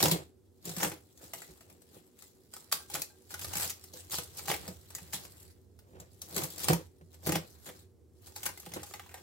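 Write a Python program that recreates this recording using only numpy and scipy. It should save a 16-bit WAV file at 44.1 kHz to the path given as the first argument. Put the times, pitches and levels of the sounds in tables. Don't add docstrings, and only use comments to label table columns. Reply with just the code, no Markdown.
import sys
import numpy as np
from scipy import signal
from scipy.fft import rfft, irfft
from scipy.io import wavfile
from scipy.ndimage import uniform_filter1d

SR = 44100
rng = np.random.default_rng(int(sys.argv[2]) if len(sys.argv) > 2 else 0)


def nominal_scale(level):
    x = np.asarray(level, float) / 20
    return 10 ** x


def waveform_to_disk(signal):
    frames = np.transpose(np.atleast_2d(signal))
    scaled = np.clip(frames, -1, 1) * 32767
    samples = np.round(scaled).astype(np.int16)
    wavfile.write(sys.argv[1], SR, samples)


N = 406602

# columns start_s [s], left_right_db [dB]
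HAND_PLACE = [(0.0, 0.5), (1.56, 2), (1.93, 3.5), (2.7, -1.0), (3.0, 1.5), (5.83, 0.5), (6.29, 2.5),
              (6.96, 2.0), (9.22, 1.0)]
# columns freq_hz [Hz], level_db [dB per Hz]
FOLD_SPECTRUM = [(210, -34.5), (350, -13.5), (618, -10.5), (801, -4.5), (935, -8.5), (1160, -7),
                 (3500, -13), (4550, -34.5), (7700, -120)]
# columns freq_hz [Hz], level_db [dB per Hz]
SNAP_SPECTRUM = [(1200, -31.5), (2000, -15), (3300, -4.5), (5500, -1), (7550, 1), (10000, -3),
                 (12500, -0.5), (15500, -3.5), (17000, -6)]


def evened(x):
    return x / np.sqrt(np.mean(x ** 2) + 1e-20)


def read(points, hz):
    freq_hz, value = np.transpose(points)
    return np.interp(np.log(hz + 1), np.log(freq_hz + 1), value)


def follow(rows):
    knot_s, *columns = np.transpose(rows)
    return [np.interp(np.arange(N) / SR, knot_s, column) for column in columns]


def colour(x, points):
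    hz = abs(np.fft.fftfreq(4096, 1 / SR))
    log_gain = np.log(nominal_scale(read(points, hz)) + 1e-5)
    taps = np.fft.ifft(np.exp(np.conj(signal.hilbert(log_gain)))).real[:2048]
    return signal.oaconvolve(x, taps[None] / np.linalg.norm(taps))[:, :N]


def resonate(x, hz, width_hz):
    return signal.lfilter(*signal.iirpeak(hz, hz / width_hz, SR), x)


def pair(same):
    a, b = rng.standard_normal((2, N))
    same = np.clip(same, 0, 1)
    return np.array([a, same * a + np.sqrt(1 - same ** 2) * b])


def lumpy(ms):
    size = int(ms * SR / 1000)
    once = uniform_filter1d(rng.standard_normal(N), size)
    return evened(uniform_filter1d(once, size))


def placed(at, size, pan_db, lag_per_db):
    out = np.zeros((2, N))
    for port, sign in zip(out, (1, -1)):
        lead = np.round(sign * pan_db * lag_per_db).astype(int)
        np.add.at(port, np.clip(at - lead, 0, N - 1), size * nominal_scale(sign * pan_db / 2))
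    return out


def patchy(x, depth_db):
    hz, t, z = signal.stft(x, SR, nperseg=256)
    patches = rng.standard_normal((len(t), len(hz))).T
    patches = uniform_filter1d(patches, size=7, axis=0)
    patches = evened(uniform_filter1d(patches, size=9, axis=1))
    return signal.istft(z * nominal_scale(depth_db * patches), SR, nperseg=256)[1][:, :N]


def air():
    # columns freq_hz [Hz], width_hz [Hz], level_db [dB]
    hum_lines = [(320.4, 34, -79), (375.3, 22, -71), (417, 39, -78), (477.5, 16, -79)]
    # columns freq_hz [Hz], level_db [dB per Hz]
    air_spectrum = [(28, -32.5), (50, -11.5), (90, -2.5), (150, -9), (250, -5), (400, -10.5), (630, -19),
                    (1000, -28.5), (2500, -38.5), (4500, -36), (8000, -35), (16000, -39.5)]
    hum = 0
    for hz, width_hz, level_db in hum_lines:
        line = resonate(resonate(pair(same=0.7), hz, width_hz), hz, width_hz)
        hum = hum + nominal_scale(level_db) * evened(line)
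    return nominal_scale(-66.5) * evened(colour(pair(same=0.54), air_spectrum)) + hum


def kitchen(x):
    # columns freq_hz [Hz], t60_s [s]
    room_decay = [(200, 0.73), (700, 0.22), (2000, 0.24), (6000, 0.19), (16000, 0.13)]
    taps = np.zeros((2, SR // 2))
    slots = np.arange(100, SR // 2 - 20, 20)
    at = slots + rng.integers(0, 20, (2, (SR // 2 - 101) // 20))
    np.put_along_axis(taps, at, rng.choice([-1., 1.], at.shape), 1)
    hz, t, z = signal.stft(taps, SR, nperseg=256)
    decay = nominal_scale(-60 * t / read(room_decay, hz)[:, None])
    tail = signal.istft(z * decay, SR, nperseg=256)[1]
    return signal.fftconvolve(x, tail / np.linalg.norm(tail[0]), axes=1)[:, :N]


def handling():
    # columns peak_s [s], crackle_db [dB], swell_s [s], fade_s [s], scuff_db [dB]
    grips = [(0.035, -28, 0.089, 0.2, -25), (0.134, -38, 0.15, 0.1, -32.5),
             (0.662, -43.5, 0.054, 0.18, -44.5), (0.838, -32.5, 0.2, 0.17, -34),
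             (1.217, -55.5, 0.096, 0.44, -55.5), (1.334, -50.5, 0.012, 0.6, -58), (1.7, -66, .25, .25, -58),
             (1.958, -60.5, 0.25, 0.27, -59.5), (2.199, -58, 0.091, 0.41, -78),
             (6.0, -77, 0.31, 0.14, -50.5), (6.22, -56.5, 0.033, 0.52, -58.5),
             (6.38, -38.5, 0.18, 0.22, -38.5), (6.44, -41.5, .1, 0.064, -42.5),
             (6.64, -40.5, 0.32, 0.24, -47), (6.692, -31.5, 0.054, 0.13, -22.5),
             (7.269, -42, 0.068, 0.25, -33.5), (7.359, -45, 0.21, 0.1, -38.5),
             (7.665, -46.5, 0.062, 0.17, -48), (0.19, -60, 0.029, 0.084, -40),
             (7.145, -55.5, 0.071, 0.054, -55)]
    # columns peak_s [s], crackle_db [dB], swell_s [s], fade_s [s], scuff_db [dB]
    presses = [(2.529, -55.5, 0.035, 0.52, -62), (2.724, -35, 0.014, 0.17, -54),
               (2.954, -36.5, 0.097, 0.16, -43.5), (3.315, -44.5, 0.044, 0.17, -55),
               (3.42, -47.5, 0.12, .3, -53), (3.556, -43, 0.012, 0.2, -51), (3.63, -34, 0.35, 0.17, -47.5),
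               (3.95, -52.5, 0.034, 0.49, -58), (4.12, -34, 0.024, 0.22, -52.5),
               (4.189, -47.5, 0.03, 0.074, -47), (4.392, -44.5, 0.13, 0.17, -56),
               (4.501, -35, 0.12, 0.15, -41), (4.68, -50.5, 1, 0.19, -51), (4.95, -55.5, 0.18, 0.84, -59.5),
               (5.138, -37.5, 0.029, 0.13, -51), (5.248, -53.5, 0.56, 0.09, -58.5),
               (8.272, -55.5, 0.18, 0.21, -63.5), (8.358, -47.5, 0.017, 0.13, -63),
               (8.463, -39.5, 0.12, 0.091, -46.5), (8.76, -50, 0.093, 0.11, -40.5),
               (8.661, -58, 0.12, .2, -57), (8.96, -52.5, 0.58, 0.085, -59)]
    # columns start_s [s], level_db [dB]
    slack = [(0, -94), (1.0, -72), (1.15, -70.5), (2.3, -75), (2.5, -73.5), (3.3, -66.5), (3.8, -62.5),
             (4.3, -68), (5.45, -60), (5.66, -84.5), (6.15, -67.5), (6.94, -78.5), (7.21, -77), (7.5, -64),
             (7.82, -64), (7.92, -93), (8.19, -96), (8.56, -62)]
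    swing_db = 37.5
    scuff_lag_s = 0.012
    slack_db, = follow(slack)
    t = np.arange(N) / SR
    film_power, scuff_power = nominal_scale(2 * slack_db), nominal_scale(2 * (slack_db - 7.5))
    for peak_s, crackle_db, swell_s, fade_s, scuff_db in grips + presses:
        near = slice(max(round((peak_s - 2 * swell_s) * SR), 0), round((peak_s + 2 * fade_s) * SR))
        since_s = t[near] - peak_s
        drop_db = swing_db * np.maximum(-since_s / swell_s, since_s / fade_s)
        film_power[near] += nominal_scale(2 * (crackle_db - drop_db))
        since_s = since_s - scuff_lag_s
        drop_db = swing_db * np.maximum(-since_s / swell_s, since_s / (0.99 * fade_s))
        scuff_power[near] += nominal_scale(2 * (scuff_db - drop_db))
    return 10 * np.log10(film_power), 10 * np.log10(scuff_power)


def box_knocks():
    knocks = [(0.032, -13, 167), (0.059, -14, 162), (0.116, -17, 167), (0.672, -29, 167), (0.7, -32, 157),
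              (0.77, -27.5, 171), (0.829, -28, 309), (0.918, -34, 318), (1.488, -41.5, 369.5),
              (1.961, -47, 350), (2.941, -36, 495), (3.555, -36, 173), (3.936, -38, 500),
              (4.182, -33.5, 480), (4.502, -34, 538), (4.681, -30.5, 183), (5.015, -42, 180),
              (5.139, -37, 186), (5.956, -43.5, 487), (6.367, -27, 380), (6.42, -29.5, 154.5),
              (6.706, -28, 162), (6.729, -19, 159.6), (7.011, -41, 161), (7.275, -22.5, 168),
              (7.323, -20.5, 179), (7.358, -21, 167), (7.684, -39, 495), (8.668, -35.5, 173),
              (8.759, -38, 479), (8.757, -34, 197), (8.757, -43, 814), (0.655, -36, 166), (8.772, -37, 309),
              (6.71, -23.5, 318), (6.742, -26, 168), (6.69, -33.5, 52), (7.269, -32, 55), (1.5, -42, 62)]
    t, thuds, rings = np.arange(4000) / SR, np.zeros(N), np.zeros(N)
    grit = rng.standard_normal((len(knocks), 4000)) * nominal_scale(-60 * t / 0.073)
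    for (start_s, peak_db, pitch_hz), noise in zip(knocks, grit):
        at = round(start_s * SR)
        phase = 2 * np.pi * pitch_hz * (t + 0.0019 * (1 - np.exp(-t / 0.0038)))
        envelope = nominal_scale(peak_db - 3.5 - 60 * t / 0.15) * (1 - np.exp(-t / 0.012))
        rings[at:at + len(t)] += envelope * np.sin(phase)
        thuds[at:at + len(t)] += nominal_scale(peak_db) * noise
    return thuds, rings


def counter_shake(scuff_db):
    # columns start_s [s], level_db [dB]
    lean = [(0, -65), (2.3, -75), (3.21, -68.5), (3.39, -53.5), (3.64, -52.5), (3.77, -63.5), (4.24, -58.5),
            (6.9, -61.5), (9.22, -61.5)]
    jolt_db, jolt_s = -14.5, 0.1
    lean_db, = follow(lean)
    jolt = nominal_scale(jolt_db) * uniform_filter1d(nominal_scale(scuff_db), size=round(jolt_s * SR))
    noise = pair(same=0.81)
    rumble = resonate(resonate(noise, 86.2, 23), 84, 41) + nominal_scale(-23) * resonate(noise, 82, 25)
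    return (nominal_scale(lean_db) + jolt) * evened(rumble)


def box():
    # columns freq_hz [Hz], width_hz [Hz], level_db [dB]
    panel_modes = [(167, 34, 13), (318, 50, 6), (495, 14, 6.5), (807, 13, -39.5), (1470, 100, -17.5)]
    right_lag_s = 0.00034
    scuff_db = handling()[1]
    thuds, rings = box_knocks()
    rub = pair(same=0.92) * nominal_scale(scuff_db + 11.5 + 3.3 * lumpy(ms=7.2))
    drive = nominal_scale(-5.0) * rub + thuds
    panels = sum(nominal_scale(db) * resonate(drive, hz, 1.26 * width_hz) for hz, width_hz, db in panel_modes)
    board = resonate(resonate(rub + nominal_scale(-10.5) * thuds, 390, 510), 390, 510)
    left, right = panels + nominal_scale(-5.0) * board + rings
    right = np.interp(np.arange(N) - right_lag_s * SR, np.arange(N), right)
    return np.array([left, right]) + counter_shake(scuff_db)


def bowl(film):
    # columns freq_hz [Hz], level_db [dB], t60_s [s]
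    glass_modes = [(840, -15, 0.2), (1585, -14, 0.28), (2070, -10.5, 0.045), (4113, -13, 0.13),
                   (5600, -22.5, 0.12)]
    # columns start_s [s], fingertip_db [dB], knuckle_on_rim_db [dB], fingernail_db [dB]
    touches = [
        (2.80, -45, -70, -66),
        (3.101, -53, -66, -52),
        (8.36, -64, -67, -72),
        (8.575, -66, -42, -77),
        (8.662, -60, -47, -77),
        (8.735, -56, -35, -80),
        (8.83, -60, -51, -75),
        (8.938, -52, -35, -75),
        (8.996, -64, -40, -75),
        (9.152, -46, -55, -72),
    ]
    drive = nominal_scale(-46.5) * film.mean(0) * np.ones((3, 1))
    for start_s, *touch_db in touches:
        drive[:, round(start_s * SR)] += nominal_scale(np.array(touch_db))
    t, modes = np.arange(SR // 3) / SR, []
    for hz, level_db, t60_s in glass_modes:
        close_pair = np.sin(2 * np.pi * hz * t) + .45 * np.sin(2 * np.pi * 1.012 * hz * t)
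        modes.append(nominal_scale(level_db - 60 * t / t60_s) * close_pair)
    modes = np.array(modes)
    responses = np.array([modes[:2].sum(0), modes[2], modes[3:].sum(0)])
    return signal.fftconvolve(drive, responses, axes=1)[:, :N].sum(0)


def flurries():
    # columns start_s [s], peak_db [dB], deep_db [dB re peak], t60_s [s], left_right_db [dB]
    flurry_events = [(0.0024, -13.5, -19, 0.026, 1.5), (0.0554, -13, -13.5, 0.029, 0.5),
                     (0.1206, -15.5, -23, 0.03, 7), (0.831, -21.5, -18, 0.043, 0),
                     (2.715, -25.5, -16.5, 0.024, 0), (2.7218, -14.5, -19, 0.019, 3.5),
                     (2.7262, -16.5, -22, 0.03, -5.5), (2.9506, -19.5, -16, 0.043, 0.5),
                     (2.9585, -26.5, -19, 0.03, 2.5), (3.0185, -24, -34, 0.027, 3),
                     (3.4172, -27.5, -20, 0.037, 0.5), (3.48, -30, -25, 0.03, 0.5),
                     (3.5047, -40, -26, 0.027, 1), (3.536, -22.5, -19.5, 0.018, 2),
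                     (3.6217, -26, -10, 0.034, 0.5), (3.6465, -25.5, -18, 0.06, -0.5),
                     (3.6961, -23, -28, 0.041, 0.5), (4.117, -36, -22, 0.03, 1),
                     (4.1337, -22, -14.5, 0.026, -1), (4.1414, -19.5, -16, 0.026, 1),
                     (4.1847, -21, -12.5, 0.03, 3.5), (4.3704, -27, -29, 0.03, 3.5),
                     (4.3803, -26.5, -24.5, 0.025, 1), (6.3774, -18, -16.5, 0.039, 2.5),
                     (6.4188, -26.5, -7.5, 0.044, -4.5), (6.5819, -26, -25, 0.019, 9),
                     (6.6145, -29, -23.5, 0.03, 5), (6.6832, -11.5, -24.5, 0.022, -1),
                     (6.6964, -25.5, -10.5, 0.03, 3), (7.663, -40, -10, 0.03, 2),
                     (8.2442, -51, -16, 0.03, 10), (8.321, -45, -18, 0.034, 1.0),
                     (8.4036, -42, -24, 0.033, 0), (8.4317, -31.5, -17, 0.033, 0),
                     (8.4555, -20, -21, 0.025, 5), (8.5978, -30.5, -22, 0.039, 3.5),
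                     (8.7176, -31.5, -17, 0.03, 1.5), (8.9082, -40.5, -8, 0.041, -1),
                     (9.091, -40, -13, 0.035, 1.5)]
    # columns start_s [s], peak_db [dB], deep_db [dB re
    # peak], t60_s [s], left_right_db [dB]
    further_bursts = [(2.7256, -7, -23, 0.007, 1.5), (2.7222, -27, -24, 0.007, 1.5),
                      (3.0193, -19, -36, .008, -1.5), (4.1874, -27, -14, 0.011, 2),
                      (6.6842, -13, -31, 0.011, 2.5), (3.341, -31, -11, 0.034, 3.5),
                      (3.446, -30, -21, .02, 1.5), (7.28, -31, -14.5, 0.095, 1.5),
                      (7.305, -30, -12, .08, 1.5), (7.338, -27, -10, 0.095, 1), (8.629, -38, -19, 0.046, 1),
                      (8.69, -40.5, -14, 0.052, 2.5), (8.76, -39, -5, 0.083, 3), (8.87, -42, -14, .05, 1.5),
                      (8.955, -45, -14, 0.063, -0.5), (5.96, -57.5, -3.5, 0.075, 2),
                      (1.3352, -25, -16, .007, 1), (0.803, -27, -10, .03, 1), (0.844, -22, -8, .04, 1),
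                      (7.352, -22, -14, .03, 1), (7.688, -40, -6, .06, 0), (9.03, -46, -8, .08, 1),
                      (9.11, -46, -10, .08, 1), (9.17, -45, -8, .1, 1), (8.79, -40, -8, .08, 1)]
    start_s, peak_db, deep_db, t60_s, pan_db = np.transpose(flurry_events + further_bursts)[:, :, None]
    after = np.arange(1800)
    t, t60_s = after / SR, np.clip(t60_s, .003, .12)
    chance = rng.standard_normal((len(start_s), 1800, 2))
    rise = 1 - np.exp(-(t + 1 / SR) / (0.049 * t60_s))
    burst = nominal_scale(-60 * t / t60_s) * rise * chance[..., 0] * abs(chance[..., 1])
    burst /= abs(burst).max(1, keepdims=True)
    at = (np.round(start_s * SR).astype(int) + after).ravel()
    pan_db = (pan_db + 0 * after).ravel()
    bright = placed(at, (burst * nominal_scale(peak_db - 2.5)).ravel(), pan_db, lag_per_db=0.7)
    deep = placed(at, (burst * nominal_scale(peak_db + deep_db + 8.5)).ravel(), 0.55 * pan_db, lag_per_db=2.4)
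    return colour(bright, SNAP_SPECTRUM) + colour(deep, FOLD_SPECTRUM)


def snaps():
    # columns start_s [s], peak_db [dB], deep_db [dB re peak], pitch_hz [Hz]
    pull_snaps = [(0.0261, -18, -9, 810), (0.1131, -13.5, -19.5, 965), (0.6532, -29.5, -27, 665),
                  (0.6925, -30, -13.5, 735), (0.7153, -37.5, -11.5, 730), (0.7648, -27, -15.5, 660),
                  (0.8295, -24, -2, 1724), (0.9167, -35.5, -4.5, 843), (1.1742, -44.5, -25, 708),
                  (1.335, -29.5, -8, 680), (1.6072, -45, -10, 670),]
    drape_snaps = [(2.5366, -33, -17.5, 1470), (2.5648, -34.5, -16.5, 1300), (2.7252, -25, -10, 1080),
                   (2.8993, -32.5, -14.5, 820), (2.9439, -38, -10.5, 714), (3.018, -22, -22, 2560),
                   (3.3054, -38.5, -9.5, 1480), (3.3401, -29, -14, 1467), (3.393, -31.5, -19, 800),
                   (3.4132, -32, -16.5, 3520), (3.444, -27.5, -15.5, 1210), (3.5342, -26, -14, 1540),
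                   (3.5538, -24, -13, 2290), (3.703, -23.5, -18.5, 3200), (3.839, -37.5, -19.5, 760),
                   (3.936, -37.5, -41, 727), (4.097, -39, -19, 1110), (4.119, -27, -28, 1410),
                   (4.1843, -27.5, -12.5, 1260), (4.3916, -37, -8, 2320), (4.456, -38, -11.5, 810),
                   (4.481, -26, -8, 790), (4.6778, -29.5, -11, 663), (4.9034, -37.5, -13, 1530),
                   (4.9498, -27, -20, 1940), (5.132, -30, -8.5, 874), (5.4, -43, -39, 744)]
    cut_snaps = [ (5.7895, -46.5, -16, 1470), (6.0003, -38, -17, 705), (6.217, -29, -29.5, 790),
                 (6.3634, -20, -18.5, 660), (6.6422, -22, -21.5, 2320), (6.684, -15.5, -7, 3086),
                 (7.2624, -30.5, -4, 637), (7.2689, -21.5, -13.5, 740), (7.3208, -19.5, -11, 840),
                 (7.3558, -19, -10.5, 794), (8.3614, -29, -12.5, 870), (8.4313, -29, -16.5, 780),
                 (8.4618, -20.5, -13.5, 1550), (8.5743, -39, -11.5, 2040), (8.6625, -42, -4, 785),
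                 (8.737, -27.5, -17, 794), (8.8309, -32, -10.5, 820), (8.9373, -30, -5.5, 853),
                 (8.995, -37.5, -1, 790), (9.1413, -36, -5, 756)]
    further_snaps = [(0.0816, -19, -15, 1020), (0.7815, -30, -16.5, 1500), (1.2393, -41, -23, 654),
                     (1.4186, -38, -9.5, 1970), (1.699, -46.5, -11.5, 729), (1.8185, -47, -16, 680),
                     (2.189, -44, -33, 2570), (2.222, -42.5, -11.5, 2030), (3.5684, -24, -17.5, 2560),
                     (3.599, -29.5, -10, 1590), (3.6514, -39, -15, 3020), (4.129, -30.5, -16, 1430),
                     (4.4993, -31.5, 5, 823), (4.5143, -20.5, -6.5, 758), (4.539, -29, -4.5, 818),
                     (4.9826, -38.5, -9, 800), (5.1377, -26.5, -11, 790), (5.25, -38.5, -12.5, 1120),
                     (6.4397, -28, -13, 870), (6.502, -34.5, -32, 2300), (6.5787, -32.5, -22.5, 811),
                     (6.601, -31, -25, 727), (6.7309, -19, -12, 946), (7.23, -58, -3, 796),
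                     (7.2918, -23.5, -10, 730), (8.273, -49, -5.5, 810), (8.4893, -35.5, -7.5, 1005),
                     (9.0617, -50, -1.5, 980)]
    events = pull_snaps + drape_snaps + cut_snaps + further_snaps
    start_s, peak_db, deep_db, pitch_hz = np.transpose(events)[:, :, None]
    after = np.arange(900)
    t, chance = after / SR, rng.random((len(start_s), 900, 3))
    clicks = (chance[..., 0] < .3) * (2 * chance[..., 1] - 1)
    burst = nominal_scale(-60 * t / 0.04) * (1 - np.exp(-t / 0.0006)) * clicks
    burst[:, 0] = 0.34
    burst /= abs(burst).max(1, keepdims=True)
    twang = nominal_scale(-60 * t / 0.058) * np.sin(2 * np.pi * pitch_hz * t) * (1 - np.exp(-t / 0.00096))
    at = (np.round(start_s * SR).astype(int) + after).ravel()
    hand_db = np.interp(start_s, *np.transpose(HAND_PLACE))
    pan_db = (hand_db + 3.0 * (chance[:, :1, 2] - .4) + 0 * after).ravel()
    bright = placed(at, (burst * nominal_scale(peak_db + 1.5)).ravel(), pan_db + 2.07, lag_per_db=1.21)
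    deep = placed(at, (burst * nominal_scale(peak_db + deep_db + 5.5)).ravel(), 0.49 * pan_db, lag_per_db=1.5)
    patch = placed(at, (twang * nominal_scale(peak_db + deep_db - 2.0)).ravel(), 0.45 * pan_db, lag_per_db=5.0)
    return colour(bright, SNAP_SPECTRUM) + colour(deep, FOLD_SPECTRUM) + patch


def swarm(level_db, pan_db, per_s, spread_db, clump_db, wide_db):
    hit = rng.random(N) < per_s / SR
    sign, place = rng.standard_normal(N), rng.standard_normal(N)
    clumps_db = clump_db * (lumpy(ms=4.3) + 0.54 * lumpy(ms=5.0))
    size_db = spread_db * np.minimum(rng.exponential(1, N), 3.5) + clumps_db
    size = evened(hit * sign * nominal_scale(size_db))
    return placed(np.arange(N), size * nominal_scale(level_db), pan_db + wide_db * place, lag_per_db=2.07)


def crackle():
    # columns freq_hz [Hz], level_db [dB per Hz]
    crease_spectrum = [(1200, -37.5), (2000, -17), (3300, -5), (4100, -0.5), (6500, -2.5), (7550, 2),
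                       (8600, -2), (10000, -2.5), (12500, -1.5), (15500, -4), (17000, -3.5)]
    level_db, scuff_db = handling()
    deep_db = -3.5 + 0.094 * (scuff_db - level_db)
    pan_db, = follow(HAND_PLACE)
    bright = swarm(level_db + 0.5, pan_db + 0.72, per_s=9000, spread_db=4.5, clump_db=2.5, wide_db=2.5)
    deep = swarm(level_db + deep_db - 7.5, 0.85 * pan_db, per_s=2500, spread_db=0.5, clump_db=0.5, wide_db=5.5)
    return patchy(colour(bright, crease_spectrum) + colour(deep, FOLD_SPECTRUM), depth_db=2.5)


def scene():
    rustle = crackle()
    cracks = patchy(snaps() + flurries(), depth_db=2.5)
    film = rustle + cracks
    reflections = kitchen(nominal_scale(-5.0) * rustle + nominal_scale(-6.0) * cracks)
    return film + reflections + bowl(film) + box() + air()


def band_limit(x):
    return signal.sosfilt(signal.butter(12, 16840, fs=SR, output="sos"), x)


def record(dry):
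    # columns freq_hz [Hz], left_right_db [dB]
    port_balance = [(60, -2.1), (500, -2), (2000, -0.5), (4500, -2), (8000, -2), (14000, 1)]
    hz = np.fft.rfftfreq(N, 1 / SR)
    top_cut = np.clip((15850 - hz) / 150 + 1, nominal_scale(-46), 1)
    bass_cut = 1 / np.sqrt(1 + (45 / (hz + 1)) ** 4)
    ports = nominal_scale(np.array([[.5], [-.5]]) * read(port_balance, hz))
    mix = irfft(rfft(dry) * top_cut * bass_cut * ports, N)
    return band_limit(mix)


dry = scene()
out = record(dry)
waveform_to_disk(out)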